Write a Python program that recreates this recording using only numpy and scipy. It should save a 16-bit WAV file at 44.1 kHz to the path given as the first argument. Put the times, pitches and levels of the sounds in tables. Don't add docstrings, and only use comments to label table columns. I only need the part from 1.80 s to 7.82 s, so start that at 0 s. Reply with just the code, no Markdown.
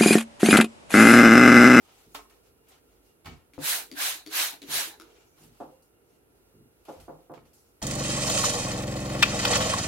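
import sys
import numpy as np
from scipy import signal
from scipy.fft import rfft, irfft, next_fast_len
from scipy.io import wavfile
from scipy.ndimage import uniform_filter1d, map_coordinates

SR = 44100
rng = np.random.default_rng(int(sys.argv[2]) if len(sys.argv) > 2 else 0)


def master(y):
    cut = np.clip(np.atleast_2d(y).T, -1, 1)
    pcm = np.round(cut * 32767)
    wavfile.write(sys.argv[1], SR, pcm.astype(np.int16))


def decibels_to_gain(level_db):
    exponent = np.asarray(level_db, float) / 20
    return 10 ** exponent


N = 265372
MS = np.arange(0, N / SR + 0.002, 0.001)

# hz, likeness
MIST_LIKENESS = [(60, 0.65), (240, 0.43), (950, 0.24), (3770, 0.02), (15000, 0.05)]
# hz, left_minus_right_db
MIST_LEAN = [(60, -8), (180, 9.5), (550, 1), (1650, -2), (4970, 1), (9500, -4.5), (15000, -1)]
# delay_s, level_db, left_minus_right_db
WALL_ECHOES = [(.0045, -19.5, 0), (0.012, -6, 0), (.018, -9.5, 0), (.024, -13.5, 0), (.033, -20.5, -1)]


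def spray():
    # start_s, level_db
    leaks = [
        (1.735, -61),
        (1.787, -62),
        (2.114, -59),
        (2.463, -55.5),
        (2.819, -54.5),
        (3.199, -59.5),
    ]
    # hz, density_db
    nozzle = [(2060, -26), (3500, -20), (4100, -20), (5000, -7.5), (6870, -6), (9140, -2), (11000, -2),
              (12100, 0), (16000, -9)]
    # hz, density_db
    drops = [(210, -44.5), (350, -17.5), (771, -7.5), (852, -8), (1030, -5), (1110, -6), (1640, -2.5),
             (3020, -1.5), (4130, -1.5), (5120, -6), (7000, -5.5), (9100, -30.5), (15400, -120)]
    fall_s, hiss_over_drops_db = 0.11, -5
    dribbles = [(s, fall_s, db + hiss_over_drops_db, db) for s, db in leaks]
    hiss, patter = pressure() + flicks(dribbles, rise_s=0.002)
    jet = rush(nozzle, MIST_LIKENESS, patchy_db=2.0, grains=440, spread_db=2.0, side=MIST_LEAN)
    rain = rush(drops, MIST_LIKENESS, patchy_db=1.5, grains=570, spread_db=-3.5, side=MIST_LEAN)
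    sputter_db = 0.33 * wobble(60)
    return decibels_to_gain(2 + sputter_db) * hiss * jet + decibels_to_gain(2.5 + sputter_db) * patter * rain


def pressure():
    # peak_s, hiss_db, drops_over_hiss_db
    strokes = [
        (1.894, -28.5, -3.5),
        (2.242, -31.5, -0.2),
        (2.593, -30, -.3),
        (2.964, -31.5, -.5),
    ]
    build_s, hold_s = 0.2, 0.016
    narrow_db = 80.5 * np.array([[1.033], [1]])
    level = 0
    for peak_s, hiss_db, drops_db in strokes:
        after_s = MS - peak_s
        after_s = after_s - np.clip(after_s, 0, hold_s)
        log_time = np.log(np.clip(1 + after_s / build_s, 1e-3, None))
        peak_db = np.array([[hiss_db], [hiss_db + drops_db]])
        level = level + decibels_to_gain(peak_db - narrow_db * log_time ** 2)
    return fine(level)


def sweeps():
    # middle_s, half_length_s, low_db, middle_db, high_db
    passes = [(1.845, 0.049, -55, -47, -50.5), (1.927, .05, -50.5, -43.5, -40),
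              (1.998, 0.068, -49.5, -49, -50), (2.201, 0.047, -49.5, -40.5, -55),
              (2.269, .06, -48.5, -42, -46), (2.397, 0.072, -61, -65, -57),
              (2.541, 0.036, -50.5, -44, -41.5), (2.61, .04, -53, -44, -36), (2.637, .03, -48, -41, -46),
              (2.716, .08, -53, -62, -52.5), (2.91, 0.038, -50.5, -49, -49),
              (2.965, 0.044, -50.5, -45.5, -37.5), (3.003, .05, -47, -42, -44),
              (3.119, 0.084, -56.5, -61, -59.5)]
    # pitch_hz, width_hz
    cavities = [(780, 260), (1620, 320), (3950, 502)]
    out = np.zeros((2, N))
    for gain, (hz, w) in zip(swells(passes), cavities):
        band = [(hz / 3, -80), (hz - 1.5 * w, -26), (hz - w / 2, -3), (hz, 0),
                (hz + w / 2, -3), (hz + 3 * w, -30), (3 * hz, -90)]
        out += gain * rush(band, MIST_LIKENESS, patchy_db=2.1, side=MIST_LEAN)
    return out


def spits():
    # start_s, peak_db, left_minus_right_db
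    bursts = [(0.3453, -29, -1.0), (.3495, -33, -2), (0.8856, -42, -2.5), (1.8427, -21, -1),
              (1.8754, -17.5, 1.5), (1.8924, -14.5, 1.5), (1.9084, -14.5, 1), (1.9114, -14.5, 0),
              (1.9224, -16.5, -1.5), (2.1894, -23.5, -1.0), (2.2674, -19, -3.5), (2.2954, -23, -0.5),
              (2.5424, -20.5, -1), (2.6194, -17.5, 0), (2.9113, -24, -3.0), (2.9844, -21, -3),
              (5.0529, -41, -2), (5.5194, -45, -3.5)]
    out = np.zeros((2, N))
    for s, db, pan_db in bursts:
        add(out, s, decibels_to_gain(db - 7.0) * crack(0.0018), pan_db, wet_db=-13.5, echo_db=-12.5)
    return out


def trigger():
    # start_s, click_peak_db, click_hz, boom_db, boom_hz
    contacts = [(1.7354, -40, 2280, -61, 287.4), (1.7445, -46, 2300, -70, 291),
                (1.766, -48, 4000, -72, 290), (1.7796, -51.5, 1170, -40.5, 285),
                (1.789, -39.5, 2600, -60, 285), (2.1147, -27, 4720, -46, 300),
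                (2.1228, -38, 4300, -60, 295), (2.1263, -33, 4650, -44, 287.7),
                (2.1374, -37, 4500, -53, 292), (2.349, -29, 4000, -58, 315), (2.46, -44, 4300, -70, 315),
                (2.4631, -28, 4430, -47, 318), (2.4736, -31, 4500, -45.5, 324.6),
                (2.48, -36, 4600, -52, 320), (2.49, -39, 4200, -60, 320), (2.5285, -24.5, 4000, -60, 320),
                (2.5992, -10.5, 4050, -54, 327), (2.7306, -34.5, 4000, -53, 292),
                (2.8185, -27.5, 4100, -49, 307), (2.829, -31.5, 3900, -58, 303),
                (2.8361, -34, 3540, -44.5, 296), (3.07, -36.5, 2370, -51.5, 319.5),
                (3.1989, -30, 1360, -50.5, 341), (3.2114, -31, 1300, -60, 323),
                (3.2195, -33.5, 1400, -61, 320)]
    # pitch_hz, level_db, t60_s
    lever = [(2170, 3, 0.008), (3770, 9, 0.0044), (5300, 7, .005), (6600, 5, .004), (8300, 3, 0.003),
             (11000, 2.5, 0.005), (13300, -2, .003)]
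    boom_t60_s = 0.13
    out = np.zeros((2, N))
    for s, db, click_hz, boom_db, hz in contacts:
        click = ring([(click_hz, 7, 0.013)] + lever, 0.00015, scatter_db=2) + 0.12 * crack(0.005)
        bottle = [(hz, 0, boom_t60_s), (hz * 1.3, -6, 0.44 * boom_t60_s), (hz * 2.094, -14, 0.06)]
        boom = ring(bottle, 0.0018, scatter_db=1.5)
        sound = decibels_to_gain(db - 5.5) * click + decibels_to_gain(boom_db + 5.0) * boom
        add(out, s, sound, 4.5, wet_db=-7, echo_db=-14)
    return out


def refill():
    # middle_s, half_length_s, level_db
    intake = [
        (3.42, .3, -70.5),
    ]
    # hz, density_db
    vent = [(2150, -30), (2330, 9.5), (2520, -20), (4800, -14), (5800, 2.5), (6600, -1.5), (7600, -5),
            (9000, -25.5)]
    return decibels_to_gain(-2.0) * swells(intake)[0] * rush(vent, MIST_LIKENESS, patchy_db=3.5)


def tray():
    # start_s, peak_db, paper_slap_db, left_minus_right_db, hardness_db_per_octave
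    pats = [
        (3.802, -33, -72, -9, .5),
        (5.0844, -34, -58, -8, 0.5),
        (5.281, -35, -77, -10, 0.4),
        (5.4968, -38, -70, -8, -1.5),
    ]
    # start_s, peak_db, paper_slap_db, left_minus_right_db, hardness_db_per_octave
    bumps = [
        (1.7797, -31, -60.5, 10, .6),
        (5.539, -43, -64, -24, 10),
    ]
    # pitch_hz, level_db, t60_s
    modes = [(620, 14, .004), (340, 4, .008), (1100, 4, .003), (155.5, -14, 0.2), (320, -18, 0.09),
             (436, -19, 0.043), (524, -9, 0.11), (603, -22, 0.028), (701, -13, 0.06), (790, -20, .05),
             (855, -16, 0.039), (965, -22, .04), (1150, -26, 0.04), (1590, -34, 0.035)]
    # delay_s, level_db, left_minus_right_db
    corner = [(.0028, 5, 1), (.0053, -4, 8), (.0062, -4, -9), (.0113, 2, -1), (.0126, -3.5, 5),
              (.0148, -1, 1), (.0183, 3, 0), (.0212, -5, 0), (.0242, 1.5, -3), (.0285, -6.5, 0),
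              (.033, -1.5, 2)]
    palm_hz = 190, 1350
    soft = blows(pats, modes, attack_s=0.0004, slap_t60_s=0.03, wet_db=9.5, walls=corner)
    soft = signal.sosfilt(signal.butter(2, palm_hz, "bandpass", fs=SR, output="sos"), soft)
    return soft + blows(bumps, modes, attack_s=0.00065, slap_t60_s=0.03, wet_db=1.0)


def knocks():
    # start_s, peak_db, slap_db, left_minus_right_db, hardness_db_per_octave
    hits = [(0.347, -37.5, -51, -11.5, -4), (0.389, -49, -55, -13.5, -2), (0.509, -57, -67, 1, 3),
            (0.885, -78, -66, -27, -0.7), (1.448, -52, -56, -8.5, -5), (1.459, -38, -46, -3, 3.5),
            (1.469, -42.5, -54.5, -3, 3.5), (1.499, -49.5, -53.5, -9.5, -12), (3.578, -63, -67, -8.5, 0),
            (5.209, -72, -58.5, -4.5, -0.7), (5.577, -53, -70, -18, -1.5)]
    # pitch_hz, level_db, t60_s
    shell = [(285, -16, 0.18), (438, -7, 0.076), (504.5, -16.5, 0.097), (700, -3, .07), (920, 1, 0.045),
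             (1064, 4.5, 0.045), (1274, 1, 0.053), (1855, 3.5, 0.023), (2248, 4.5, 0.022), (2680, -9, .03),
             (2970, -6, 0.04), (3620, -15, 0.027), (4500, -5, 0.019)]
    return blows(hits, shell, attack_s=0.00035, slap_t60_s=0.025, wet_db=-1.5)


def thuds():
    # start_s, peak_db, deep_db
    pushes = [(0.26, -52.5, -75), (0.31, -62, -72), (1.448, -50, -44), (1.468, -43.5, -45),
              (1.497, -48, -49), (1.51, -50.5, -54), (2.88, -41.5, -69), (2.948, -45, -54.5),
              (3.597, -54.5, -74.5), (3.616, -52, -74), (3.641, -51.5, -73), (3.66, -53.5, -74),
              (3.7, -57, -75), (4.737, -53.5, -77), (4.756, -51, -77), (4.779, -51.5, -71),
              (4.798, -56, -76), (4.845, -57.5, -77), (5.158, -56, -49), (5.199, -61, -52),
              (5.56, -46.5, -59), (5.62, -58, -62)]
    # pitch_hz, level_db, t60_s
    table_top = [(118, -0.5, 0.23), (145, 0, .15), (235.7, 5, 0.12), (295, 5, 0.12), (361, 4.5, .1),
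                 (429, -1.5, .1)]
    legs = [(53.9, -1.5, 0.25), (79.8, 2, 0.18), (149.3, -4.5, 0.19)]
    out = np.zeros((2, N))
    for s, db, deep_db in pushes:
        deep = 0.79 * decibels_to_gain(deep_db) * ring(legs, 0.008, scatter_db=2.0)
        top = decibels_to_gain(db) * ring(table_top, 0.0039, scatter_db=1)
        add(out, s, top + deep, -1.5, wet_db=-6.5, echo_db=-0.5)
    return out


def paper():
    # start_s, fall_20db_s, thin_db, coarse_db
    flicked = [(.3455, 0.07, -45.5, -42), (.495, .15, -66, -65), (.885, 0.1, -62, -73),
               (1.444, .05, -66, -58), (1.455, 0.12, -62, -49), (3.8, 0.14, -72, -67),
               (4.021, 0.08, -65.5, -86.5), (4.55, 0.1, -75, -82), (5.05, 0.16, -71, -62.5),
               (5.083, 0.24, -65.5, -61), (5.198, 0.09, -58.5, -61.5), (5.535, 0.1, -76, -59.5),
               (5.65, 0.15, -70.5, -72), (5.73, 0.3, -64, -78)]
    # middle_s, half_length_s, thin_db, coarse_db
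    slides = [(.09, 0.12, -69.5, -64), (.2, 0.12, -67.5, -67), (.67, .07, -72, -75),
              (.935, 0.089, -73, -65), (1.12, .12, -79, -79), (1.28, 0.076, -72.5, -75.5),
              (3.34, 0.21, -79, -68.5), (3.76, 0.079, -75, -72), (3.64, 0.086, -63.5, -66.5),
              (3.59, 0.033, -74.5, -69), (3.82, .06, -71, -75), (5.14, 0.17, -70.5, -78),
              (.36, 0.11, -66, -73), (3.93, 0.092, -78, -82), (4.33, .12, -76, -82),
              (5.43, 0.07, -82, -78.5)]
    rest_db = -89, -83
    # hz, density_db
    thin_spectrum = [(2350, -40), (4000, -3.5), (4870, -1.5), (5700, 0), (7880, -1.5), (12200, 0),
                     (16000, -9)]
    # hz, density_db
    coarse_spectrum = [(350, -42), (600, 1), (770, 4), (1150, -2.5), (1350, 1), (1680, -6), (2710, -1.5),
                       (8000, -13), (10400, -34), (17600, -120)]
    rest = decibels_to_gain(np.array(rest_db)[:, None] + 1.5 * wobble(7))
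    thin, coarse = np.sqrt(flicks(flicked, rise_s=0.0039) ** 2 + swells(slides) ** 2 + rest ** 2)
    crisp = rush(thin_spectrum, MIST_LIKENESS, patchy_db=3.0)
    rough = rush(coarse_spectrum, MIST_LIKENESS, patchy_db=1.0)
    return decibels_to_gain(2.5 + 0.67 * wobble(130)) * thin * crisp + decibels_to_gain(4.0 + 1.2 * wobble(65)) * coarse * rough


def house():
    # hz, density_db
    air_spectrum = [(15, -41), (25, -14.5), (64, 1), (200, -6.5), (439, -5.5), (1190, -17.5), (1370, -11),
                    (1520, -19), (2550, -21), (2840, -27.5), (3430, -37), (6210, -35), (11000, -18),
                    (14400, -26), (16000, -37)]
    # hz, likeness
    likeness = [(60, 0.92), (180, 0.576), (550, 0.38), (1650, -0.36), (4970, -0.99), (15000, -0.01)]
    # middle_s, half_length_s, level_db
    stirs = [
        (2.0, 0.21, -60),
        (2.95, 0.19, -53.5),
        (3.3, 0.19, -63.5),
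    ]
    air_db, murk_db, drone_db, drone_hz = -65, -66.5, -70.5, 54.7
    murk = decibels_to_gain(murk_db + 1.5 * wobble(2.03)) + swells(stirs)[0]
    drone = decibels_to_gain(drone_db + 3 * wobble(2.993))
    air = decibels_to_gain(air_db - 1.5) * rush(air_spectrum, likeness, patchy_db=0.1)
    boomy = [(150, -42.0), (230, -6.0), (300, -2.0), (460, 1.5), (600, -16.0), (1500, -34.0)]
    far = rush(boomy, likeness, patchy_db=0.5)
    hum_band = [(drone_hz * 0.6, -40), (drone_hz * 0.893, -3), (drone_hz * 0.93, 0),
                (drone_hz * 0.53, -14), (drone_hz * 2.2, -40)]
    motor = rush(hum_band, likeness, patchy_db=1.0)
    return decibels_to_gain([[-0.8], [0.8]]) * (air + 0.78 * murk * far + 1.15 * drone * motor)


def whine():
    # middle_s, half_length_s, level_db
    spells = [(.47, .06, -75), (.65, .08, -88), (.82, .1, -84), (1.1, .06, -92), (1.29, .09, -80),
              (1.6, .08, -84), (3.4, .09, -79), (3.63, .1, -78), (3.96, 0.16, -82), (4.17, 0.1, -82.5),
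              (4.35, .06, -90), (4.58, .05, -86.5), (4.68, .04, -87), (4.8, .12, -86.5), (5.2, .15, -85),
              (5.63, .08, -85)]
    whine_hz, floor_db, buzz_hz, buzz_db = 2810, -91.5, 1400, -88
    t = np.arange(N) / SR
    tone = np.sin(2 * np.pi * whine_hz * t + 1.2 * wobble(40))
    flicker = decibels_to_gain(1.3 * wobble(14) + 2.9 * wobble(30))
    buzz = decibels_to_gain(buzz_db + 2.2 * wobble(9)) * np.sin(2 * np.pi * buzz_hz * t + 1.6 * wobble(50))
    return buzz + flicker * (decibels_to_gain(floor_db) + swells(spells)[0]) * tone


def blows(events, modes, attack_s, slap_t60_s, wet_db, walls=WALL_ECHOES):
    out = np.zeros((2, N))
    for s, db, slap_db, pan_db, hard_db in events:
        tilted = [(hz, level + hard_db * np.log2(hz / 600), t60) for hz, level, t60 in modes]
        body = -decibels_to_gain(db) * ring(tilted, attack_s, scatter_db=1.5)
        slap = decibels_to_gain(slap_db - 9) * crack(slap_t60_s)
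        add(out, s, body + slap, pan_db, wet_db, walls=walls)
    return out


def ring(modes, attack_s, scatter_db):
    t = np.arange(SR // 3) / SR
    hz, db, t60 = np.transpose(modes)[:, :, None]
    db = db + scatter_db * rng.standard_normal(db.shape)
    x = (decibels_to_gain(db - 60 * t / t60) * np.sin(2 * np.pi * hz * t)).sum(0)
    x = x * (1 - np.exp(-t / attack_s)) ** 2
    return x / abs(x).max()


def crack(t60_s):
    t = np.arange(SR // 3) / SR
    return np.diff(rng.standard_normal(len(t) + 1)) * decibels_to_gain(-60 * t / t60_s)


def add(out, s, sound, pan_db, wet_db, echo_db=0, walls=WALL_ECHOES):
    # hz, t60_s
    decay = [(100, 0.33), (500, 0.38), (2000, 0.35), (10000, 0.13)]
    # hz, likeness
    likeness = [(60, 0.39), (300, 0.84), (800, 0.3), (2000, .1), (8000, 0.016)]
    noise = rng.standard_normal((2, SR // 2))[:, :SR // 3]
    hz, t, z = signal.stft(noise, SR, nperseg=256)
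    turn = np.arccos(np.clip(along(likeness, hz), -1, 1))[:, None] / 2
    mid, dif = z[0] * np.cos(turn), z[1] * np.sin(turn)
    fade = decibels_to_gain(-60 * t / along(decay, hz)[:, None])
    tail = signal.istft(np.array([mid + dif, mid - dif]) * fade, SR, nperseg=256)[1]
    tail = decibels_to_gain(wet_db) * tail / np.linalg.norm(tail[0])
    tail = np.pad(tail, ((0, 0), (SR // 200, 0)))
    tail[:, 0] = decibels_to_gain([pan_db / 2, -pan_db / 2])
    for delay_s, db, lean_db in walls:
        port_db = db + echo_db + np.array([lean_db, -lean_db]) / 2
        tail[:, round(delay_s * SR)] += decibels_to_gain(port_db + 1.1 * rng.standard_normal(2))
    heard = signal.fftconvolve(sound[None], tail, axes=1)
    part = out[:, round(s * SR):][:, :heard.shape[1]]
    part += heard[:, :part.shape[1]]


def rush(spectrum, alike, patchy_db, grains=0, spread_db=0, side=((100, 0), (9000, 0))):
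    x = rng.standard_normal((2, N))
    hit = rng.random(N) < grains / SR
    x = x * (1 + hit * decibels_to_gain(spread_db * np.minimum(rng.exponential(size=N), 2.8)))
    z = signal.stft(x, nperseg=256)[2]
    field = uniform_filter1d(rng.standard_normal(z.shape[1:]), size=4, axis=0)
    field = uniform_filter1d(field, size=8, axis=1)
    x = signal.istft(z * decibels_to_gain(patchy_db * unit(field)), nperseg=256)[1][:, :N]
    m = next_fast_len(N)
    hz = np.fft.rfftfreq(m, 1 / SR)
    turn = np.arccos(np.clip(along(alike, hz), -1, 1)) / 2
    mid, dif = rfft(x, m) * decibels_to_gain(along(spectrum, hz)) * [np.cos(turn), np.sin(turn)]
    lean = decibels_to_gain(along(side, hz) / 2)
    return unit(irfft([(mid + dif) * lean, (mid - dif) / lean], m)[:, :N])


def flicks(rows, rise_s):
    power = 0
    for s, fall_s, *db in rows:
        fall = decibels_to_gain(np.array(db)[:, None] - 20 * abs(MS - s) / fall_s)
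        power = power + (fall * np.clip((MS - s) / rise_s, 0, 1)) ** 2
    return fine(np.sqrt(power))


def swells(rows):
    power = 0
    for s, half_s, *db in rows:
        power = power + decibels_to_gain(np.array(db)[:, None] - 20 * ((MS - s) / half_s) ** 2) ** 2
    return fine(np.sqrt(power))


def fine(gain):
    return np.array([np.interp(np.arange(N) / SR, MS, g) for g in gain])


def wobble(rate_hz):
    knots = rng.standard_normal(int(N * rate_hz / SR) + 4)
    return map_coordinates(knots, [np.arange(N) * rate_hz / SR])


def along(points, hz):
    f, v = np.transpose(points)
    return np.interp(np.log(hz + 1), np.log(f + 1), v)


def unit(x):
    return x / np.sqrt(np.mean(x ** 2) + 1e-20)


def scene():
    bottle = spray() + sweeps() + spits() + trigger() + refill()
    handling = tray() + knocks() + thuds() + paper()
    return bottle + handling + house() + whine()


def low_pass(x):
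    return signal.sosfilt(signal.butter(12, 16490, fs=SR, output="sos"), x)


def record(dry):
    mic_hz, top_hz = 44.45, 15900
    dry = signal.sosfilt(signal.butter(2, mic_hz, "highpass", fs=SR, output="sos"), dry)
    m = next_fast_len(N)
    dry = irfft(rfft(dry, m) * (np.fft.rfftfreq(m, 1 / SR) < top_hz), m)[:, :N]
    return low_pass(dry)


dry = scene()
out = record(dry)
master(out)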